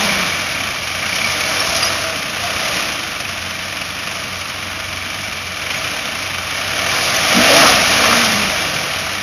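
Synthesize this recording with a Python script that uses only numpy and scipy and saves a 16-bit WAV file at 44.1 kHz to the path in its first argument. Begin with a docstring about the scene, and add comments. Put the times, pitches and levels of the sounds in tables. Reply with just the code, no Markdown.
"""A four-cylinder diesel clatters down from high revs as its tyres churn wet mud.
The off-roader crawls on, knocking slowly at idle and roaring when revved. Firings pulse the intake
and body and ring a loose panel; fan and exhaust hum, puddles bubble, the chassis booms and squeaks,
and the gears whine at each pull. A second engine idles steadily.
The sound is nearly mono, with a notch in the treble."""
import sys
import numpy as np
from scipy import signal
from scipy.fft import rfft, irfft
from scipy.io import wavfile
from scipy.ndimage import uniform_filter1d

SR = 44100
rng = np.random.default_rng(int(sys.argv[2]) if len(sys.argv) > 2 else 0)


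def to_wav(sig):
    """Store sig (one row per channel, or 1-D mono) as 16-bit WAV at the path in sys.argv[1].

    Samples outside -1..1 are clipped; the rate is SR.
    """
    pcm = np.clip(np.atleast_2d(sig), -1, 1) * 32767
    pcm = np.round(pcm).astype(np.int16)
    wavfile.write(sys.argv[1], SR, pcm.T)  # frames by channels


N = 406602
TIME = np.arange(N) / SR

# engine speed: (time [s], firing rate [Hz])
FIRING_HZ = [(0.0, 52.41), (0.44, 40.56), (0.8, 22.17), (1.29, 36.46), (1.87, 39.77), (2.3, 27.01),
             (2.76, 36.66), (3.04, 23.46), (3.95, 22.44), (4.07, 25.08), (4.28, 23.02), (5.1, 23.35),
             (5.55, 19.32), (5.94, 35.12), (6.4, 22.08), (6.87, 41.11), (7.2, 46.06), (7.51, 69.27),
             (7.65, 69.44), (7.82, 50.25), (8.16, 59.26), (8.54, 46.76), (9.22, 33.35)]
# engine load: (time [s], load [0 coasting, 1 full])
LOAD = [(0, 0.3), (.42, 0.01), (.8, 0.72), (1.25, 0.41), (1.7, 0.5), (2.05, 0.3), (2.4, 0.55), (3.1, 0.57),
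        (4.9, 0.33), (5.62, 0.65), (6.02, 0.07), (6.4, .72), (6.7, 0.42), (7.25, 0.58), (7.65, 0.96),
        (8.18, 0.64), (8.45, 0.26), (9.22, 0.07)]
# combustion ping: (frequency [Hz], relative density [dB])
PING_SPECTRUM = [(500, -18), (900, -11), (1300, -8.5), (2000, -6.5), (2500, -1.5), (3100, -1.5),
                 (3900, -23.5), (5500, -18.5), (12000, -25.5)]
# cover resonances: (centre [Hz], width [Hz], lift [dB])
PING_MODES = [(1188, 41, 8), (1410, 240, 5.6), (2300, 160, 5.3), (2510, 140, 2.4), (3050, 76, 2.3)]
# spatter, spray and hiss: (frequency [Hz], relative density [dB])
MUD_SPECTRUM = [(1500, -38.5), (3500, -6), (4400, -1), (5300, 2), (6000, 0), (6800, -6.5), (9200, -10.5),
                (10400, -6.5), (11300, -12.5), (12000, -19.5), (14000, -20)]
HISS_LAW_DB = (-34.5, 8.37, 7.05)  # arguments of engine_gain


def gain_of(db):
    """Decibels to amplitude."""
    return 10 ** (np.asarray(db) / 20)


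def unit_rms(x):
    """Scale to an rms of one."""
    return x / np.sqrt(np.mean(x ** 2) + 1e-20)


def curve(rows):
    """A (time, value) table at every sample."""
    return np.interp(TIME, *np.transpose(rows))


def arch(middle_s, length_s):
    """Half sine, 0 to 1 to 0."""
    return np.cos(np.pi * np.clip((TIME - middle_s) / length_s, -.5, .5))


def add(mix, start_s, sound):
    """Mix a sound in at start_s."""
    part = mix[max(round(start_s * SR), 0):][:len(sound)]
    part += sound[:len(part)]


def wander(hz):
    """Unit-rms random drift, rolled off above hz."""
    lowpass = np.exp(-(np.fft.rfftfreq(N, 1 / SR) / hz) ** 2)
    return unit_rms(irfft(rfft(rng.standard_normal(N)) * lowpass, N))


def colour(x, spectrum, modes=(), size=8192):
    """Minimum-phase filter: broad spectrum plus ringing modes; unit-rms output."""
    hz = np.fft.rfftfreq(size, 1 / SR)
    knots_hz, db = np.transpose(spectrum)
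    knots_hz = np.r_[knots_hz[0] / 2, knots_hz, knots_hz[-1] * 2]
    db = np.interp(np.log(hz + 1), np.log(knots_hz), np.r_[-70, db, -70])
    for centre_hz, width_hz, lift_db in modes:
        db = db + lift_db / (1 + (2 * (hz - centre_hz) / width_hz) ** 2)
    log_gain = np.log(gain_of(np.r_[db, db[-2:0:-1]]))
    taps = np.fft.ifft(np.exp(np.conj(signal.hilbert(log_gain)))).real[:size // 2]
    return unit_rms(signal.oaconvolve(x, taps)[:len(x)])


def blows(cycles, powers, spread_db, jitter_s, decay_s):
    """Power envelope of one uneven blow a cycle, building through the metal and dying away."""
    at = np.flatnonzero(np.diff(np.floor(cycles)) > 0)
    late, strong = rng.standard_normal((2000, 2))[:len(at)].T
    onsets = np.clip(at + (late * jitter_s * SR).astype(int), 0, N - 1)
    train = np.zeros(N)
    train[onsets] = powers[at] * gain_of(spread_db * strong) ** 2
    age = TIME[:SR // 20] / decay_s
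    return np.abs(signal.oaconvolve(train, age * np.exp(1 - age))[:N])


def grains(per_s, spread_db):
    """Random clicks, a few of them large."""
    sizes = gain_of(spread_db * np.minimum(rng.exponential(1, N), 5))
    return unit_rms(rng.standard_normal(N) * sizes * (rng.random(N) < per_s / SR))


def harmonics(cycles, table, waver):
    """Harmonics of a rotation, each fluttering in strength."""
    out = np.zeros(N)
    for order, db in table:
        amplitude = gain_of(db) * np.sqrt(2) * (1 + waver * wander(3.6))
        out += amplitude * np.sin(2 * np.pi * (order * cycles + rng.random()))
    return out


def engine_gain(idle_db, per_doubling_db, full_load_db):
    """Engine noise grows with speed and load from an unloaded 23 Hz idle."""
    doublings = np.log2(curve(FIRING_HZ) / 23)
    return gain_of(idle_db + per_doubling_db * doublings + full_load_db * curve(LOAD))


def engine(firings):
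    """Knocks ping over valve and gear rattle; intake and body throb along. Returns sound and pulse."""
    # knock per cylinder: (level [dB])
    cylinders_db = [-0.18, -0.98, 0.6, 0.97]
    # block, intake and body spectra: (frequency [Hz], relative density [dB])
    block_spectrum = [(500, -24), (800, -8), (1000, -5.5), (1200, -1.5), (1500, -0.5), (1650, -3.5),
                      (1800, -1.5), (2100, -2), (2700, -5), (3300, -4), (3900, -8), (5500, -27.5),
                      (10000, -22), (14000, -24)]
    intake_spectrum = [(250, -42), (410, -13), (490, -4.5), (540, -5.5), (610, 0.5), (680, -1), (780, -1.5),
                       (900, -19), (1300, -33.5)]
    body_spectrum = [(22, -41.5), (45, -9.5), (70, -2), (95, -5.5), (125, 1.5), (150, -1), (210, 1),
                     (255, -2.5), (300, 1), (340, -6), (430, -8), (700, -11)]
    # block and intake resonances: (centre [Hz], width [Hz], lift [dB])
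    block_modes = [(1175, 120, 2.5), (1420, 180, -1), (1762, 96, 2.5), (2390, 200, 4), (2770, 69, 7),
                   (3030, 130, 1), (3560, 19, 7.5)]
    intake_modes = [(649.5, 8.1, 8.3)]
    soften_hz = 45  # the knock hardens with load, softens above this firing rate
    hardness = (0.63 + 0.86 * curve(LOAD)) / (1 + (curve(FIRING_HZ) / soften_hz) ** 5)
    cylinder = gain_of(cylinders_db)[np.round(firings).astype(int) % len(cylinders_db)] ** 2
    knock = 1.24 * blows(firings + 0.15, cylinder * hardness, spread_db=1.3, jitter_s=.0004, decay_s=.0037)
    valves = blows(3 * firings, np.ones(N), spread_db=2.4, jitter_s=.002, decay_s=.001)
    ping = knock + 0.16 * hardness * (1 + 3 * valves)  # covers buzz between knocks
    rattle = 1 + .5 * valves + 0.33 * knock
    mean_power = uniform_filter1d(ping + rattle, SR // 8)
    pulse = np.sqrt((ping + rattle) / mean_power)
    clatter = np.zeros(N)
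    for power, spectrum, modes in ((ping, PING_SPECTRUM, PING_MODES),
                                   (rattle, block_spectrum, block_modes)):
        share = power / mean_power
        impacts = np.sqrt(share) * grains(per_s=25000, spread_db=0.78)
        clatter += np.sqrt(share.mean()) * colour(impacts, spectrum, modes)
    growl = colour(pulse ** .5 * rng.standard_normal(N), intake_spectrum, intake_modes)
    rumble = colour(pulse ** .5 * rng.standard_normal(N), body_spectrum)
    clatter *= engine_gain(idle_db=-28.5, per_doubling_db=7.3, full_load_db=6)
    growl *= engine_gain(idle_db=-40.5, per_doubling_db=10, full_load_db=7.5)
    rumble *= engine_gain(idle_db=-39.5, per_doubling_db=5.94, full_load_db=4.7)
    return clatter + growl + rumble, pulse


def panel(firings):
    """A loose steel panel rings, struck at each firing."""
    # ringing: (time [s], level [dB])
    ring_db = [(0, -25), (.8, -28.5), (1.19, -23.5), (1.6, -30.5), (2.1, -46), (4.5, -37), (5.7, -32),
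               (9.22, -34)]
    # panel response: (frequency [Hz], relative density [dB])
    ring_spectrum = [(1500, -40), (2080, -17), (2250, 1.5), (2390, -3.5), (2520, -15.5), (3200, -24)]
    power = blows(firings + 0.11, np.ones(N), spread_db=3.0, jitter_s=0.00079, decay_s=0.0032)
    ring_hz = 2320 + 55 * wander(69.2)
    ring = unit_rms(np.sqrt(power) * np.sin(2 * np.pi * np.cumsum(ring_hz) / SR))
    buzz = colour(np.sqrt(power + 0.21) * rng.standard_normal(N), ring_spectrum)
    return gain_of(curve(ring_db)) * unit_rms(buzz + 0.42 * ring)


def fan(firings):
    """The cooling fan hums in surges, four blade passes a firing."""
    # surges: (middle [s], length [s], level [dB])
    surges = [(.03, 0.71, -33.5), (7.08, 0.43, -40.5), (7.6, 0.53, -29), (8.195, 0.58, -32),
              (8.6, 1.0, -37.5)]
    # blade tones: (order [x firing rate], level [dB])
    blade_orders = [(4, 2.5), (8, -9), (12, -3), (16, -14), (20, -3)]
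    swell = sum(gain_of(db) * arch(middle_s, length_s) for middle_s, length_s, db in surges)
    return swell * harmonics(firings, blade_orders, waver=0.52)


def exhaust(firings):
    """The exhaust note comes up with revs and load."""
    # note at full revs and load: (order [x firing rate], level [dB])
    pipe_orders = [(1, -42.5), (2, -43.5), (3, -41.5), (5, -36), (6, -40), (8, -40.5)]
    coasting_db, full_hz = -12.5, 53
    load_gain = gain_of(coasting_db * (1 - curve(LOAD)))
    speed_gain = np.minimum(curve(FIRING_HZ) / full_hz, 1) ** 3
    return load_gain * speed_gain * harmonics(firings, pipe_orders, waver=0.56)


def second_engine():
    """A steady idle whose fourth harmonic is a wavering drone."""
    # idle tones: (order [x firing rate], level [dB])
    idle_orders = [(2, -58), (3, -49.5), (6, -49.5), (8, -47.5), (10, -54), (13, -61)]
    firing_hz, drone_db, waver_db = 23.09, -38, 4.5
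    firings = firing_hz * TIME + 0.04 * wander(3.1)
    swell = np.minimum(wander(8.4), 1)
    drone = gain_of(drone_db + waver_db * swell) * np.sin(2 * np.pi * 4 * firings)
    return drone + harmonics(firings, idle_orders, waver=.2)


def mud_and_hiss(pulse):
    """Fine mud spatter blends with engine hiss that throbs at each firing."""
    spatter = grains(per_s=4500, spread_db=2.2) * gain_of(2.7 * wander(25))
    hiss = pulse ** 1.24 * rng.standard_normal(N)
    return colour(0.5 * spatter + hiss, MUD_SPECTRUM) * engine_gain(*HISS_LAW_DB)


def side_hiss():
    """Treble hiss that differs between the two microphone ports."""
    # side signal: (frequency [Hz], relative density [dB])
    side_spectrum = [(6500, -32.5), (9200, -4), (10800, 3), (12500, -1.5), (14000, -12)]
    return gain_of(-28.5) * engine_gain(*HISS_LAW_DB) * colour(rng.standard_normal(N), side_spectrum)


def slosh():
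    """Tyres squeeze puddles out of the ruts in clumps of small bubbles and throw up spray."""
    # puddles: (middle [s], length [s], bubbles [dB], spray [dB])
    puddles = [(0.032, 0.95, -28.5, -33), (1.25, 1, -38, -29), (1.767, 1, -28, -26.5), (2.647, 1, -33, -35),
               (7.115, 0.64, -30, -22), (7.627, 0.26, -20, -27), (8.118, 0.48, -19, -32)]
    # bubbles: (frequency [Hz], relative density [dB])
    bubble_spectrum = [(700, -23), (980, -6), (1160, -1.5), (1350, -3), (1620, -9.5), (1820, -10),
                       (2300, -17)]
    ruts_db = -42.5  # bubbling between puddles
    bubble_gain, spray_gain = np.zeros((2, N))
    for middle_s, length_s, bubbles_db, spray_db in puddles:
        depth = arch(middle_s, length_s) ** 2
        bubble_gain += gain_of(bubbles_db) * depth
        spray_gain += gain_of(spray_db) * depth
    pops = grains(per_s=1500, spread_db=2.8) * gain_of(3.4 * wander(14))
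    drops = grains(per_s=5500, spread_db=2.4) * gain_of(3.7 * wander(30))
    bubbles = np.hypot(bubble_gain, gain_of(ruts_db)) * colour(pops, bubble_spectrum)
    return bubbles + spray_gain * colour(drops, MUD_SPECTRUM)


def hard_knocks():
    """Now and then a cylinder fires harder and rings the covers."""
    # hard firings: (time [s], level [dB])
    knocks = [(1.158, -25), (1.184, -27), (1.217, -31), (3.251, -29), (3.725, -30), (3.77, -30),
              (3.815, -27.5), (5.665, -28), (5.706, -26.5), (6.346, -29), (6.79, -23)]
    rise_s, decay_s = 0.00075, 0.0053
    out, t = np.zeros(N), TIME[:SR // 30]
    envelope = np.exp(-t / decay_s) * (1 - np.exp(-t / rise_s))
    for start_s, db in knocks:
        blow = rng.standard_normal(len(t)) * envelope
        add(out, start_s, gain_of(db) * colour(blow, PING_SPECTRUM, PING_MODES))
    return out


def chassis():
    """The steel body booms as the wheels drop and climb; stick-slip makes brief squeaks."""
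    # booms and squeaks: (middle [s], pitch [Hz], level [dB], length [s])
    booms = [(1.25, 223, -31, 0.12), (1.76, 664, -20, 0.15), (2.45, 705, -21, .08), (2.72, 588, -27, .1),
             (2.96, 662, -32, 0.092), (7.38, 192, -15, 0.1), (7.385, 240, -14, .11),
             (7.39, 302, -16.5, 0.082), (7.52, 496, -17, 0.086), (7.535, 581, -13.5, 0.15),
             (7.59, 672, -13, 0.11)]
    squeaks = [(1.605, 5420, -14, 0.032), (1.834, 4820, -11.5, 0.027), (1.851, 5700, -14.5, 0.023),
               (1.87, 5060, -16, 0.053), (5.775, 6500, -28, 0.046), (7.166, 6030, -13.5, 0.016)]
    out = np.zeros(N)
    for events, octave_db, waver, rasp_hz in ((squeaks, -12, .013, 500), (booms, -22, .03, 110)):
        drift = 1 + waver * wander(rasp_hz)
        for middle_s, hz, db, length_s in events:
            count = int(length_s * SR)
            phase = 2 * np.pi * np.cumsum(hz * drift[int(middle_s * SR):][:count]) / SR
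            tone = np.sin(phase) + gain_of(octave_db) * np.sin(2 * phase)
            add(out, middle_s - length_s / 2, gain_of(db) * np.hanning(count) * tone)
    return out


def gears():
    """Driveline whine rises and falls in pitch and strength with each pull of the wheels."""
    # pulls: (middle [s], length [s], top mesh rate [Hz], level [dB])
    pulls = [(1.831, 1.2, 167.5, -36), (2.8, .9, 170, -38), (6.848, .6, 167, -40), (7.55, 0.64, 166.3, -27),
             (8.166, .6, 167, -45)]
    # whine: (order [x mesh rate], level [dB])
    whine_orders = [(2, -7), (3, -6), (4, 1), (8, -9)]
    out = np.zeros(N)
    for middle_s, length_s, top_hz, db in pulls:
        pull = arch(middle_s, length_s)
        mesh_hz = top_hz * (1 - .11 * (1 - pull))
        mesh_cycles = np.cumsum(mesh_hz) / SR + 0.035 * wander(6)
        out += gain_of(db) * pull * harmonics(mesh_cycles, whine_orders, waver=0.4)
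    return out


def scene():
    """All sources centred; only the top of the hiss has width."""
    firings = .47 + np.cumsum(curve(FIRING_HZ)) / SR
    motor, pulse = engine(firings)
    mix = motor + panel(firings) + hard_knocks()
    rough_firings = firings + .026 * wander(36)  # phase jitter roughens the tones
    mix += fan(rough_firings) + exhaust(rough_firings) + gears() + second_engine()
    mix += mud_and_hiss(pulse) + slosh() + chassis()
    side = side_hiss()
    return np.array([mix + side, mix - side])


def record(dry):
    """Soft peak limiter, treble notch and low-pass."""
    ceiling, notch_hz, cutoff_hz = .92, (6930, 9080), 14000
    limited = dry / (1 + (dry / ceiling) ** 8) ** (1 / 8)
    taps = signal.firwin(1023, [*notch_hz, cutoff_hz], window=("kaiser", 9), fs=SR)
    return signal.oaconvolve(limited, taps[None], "same")


dry = scene()
out = record(dry)
to_wav(out)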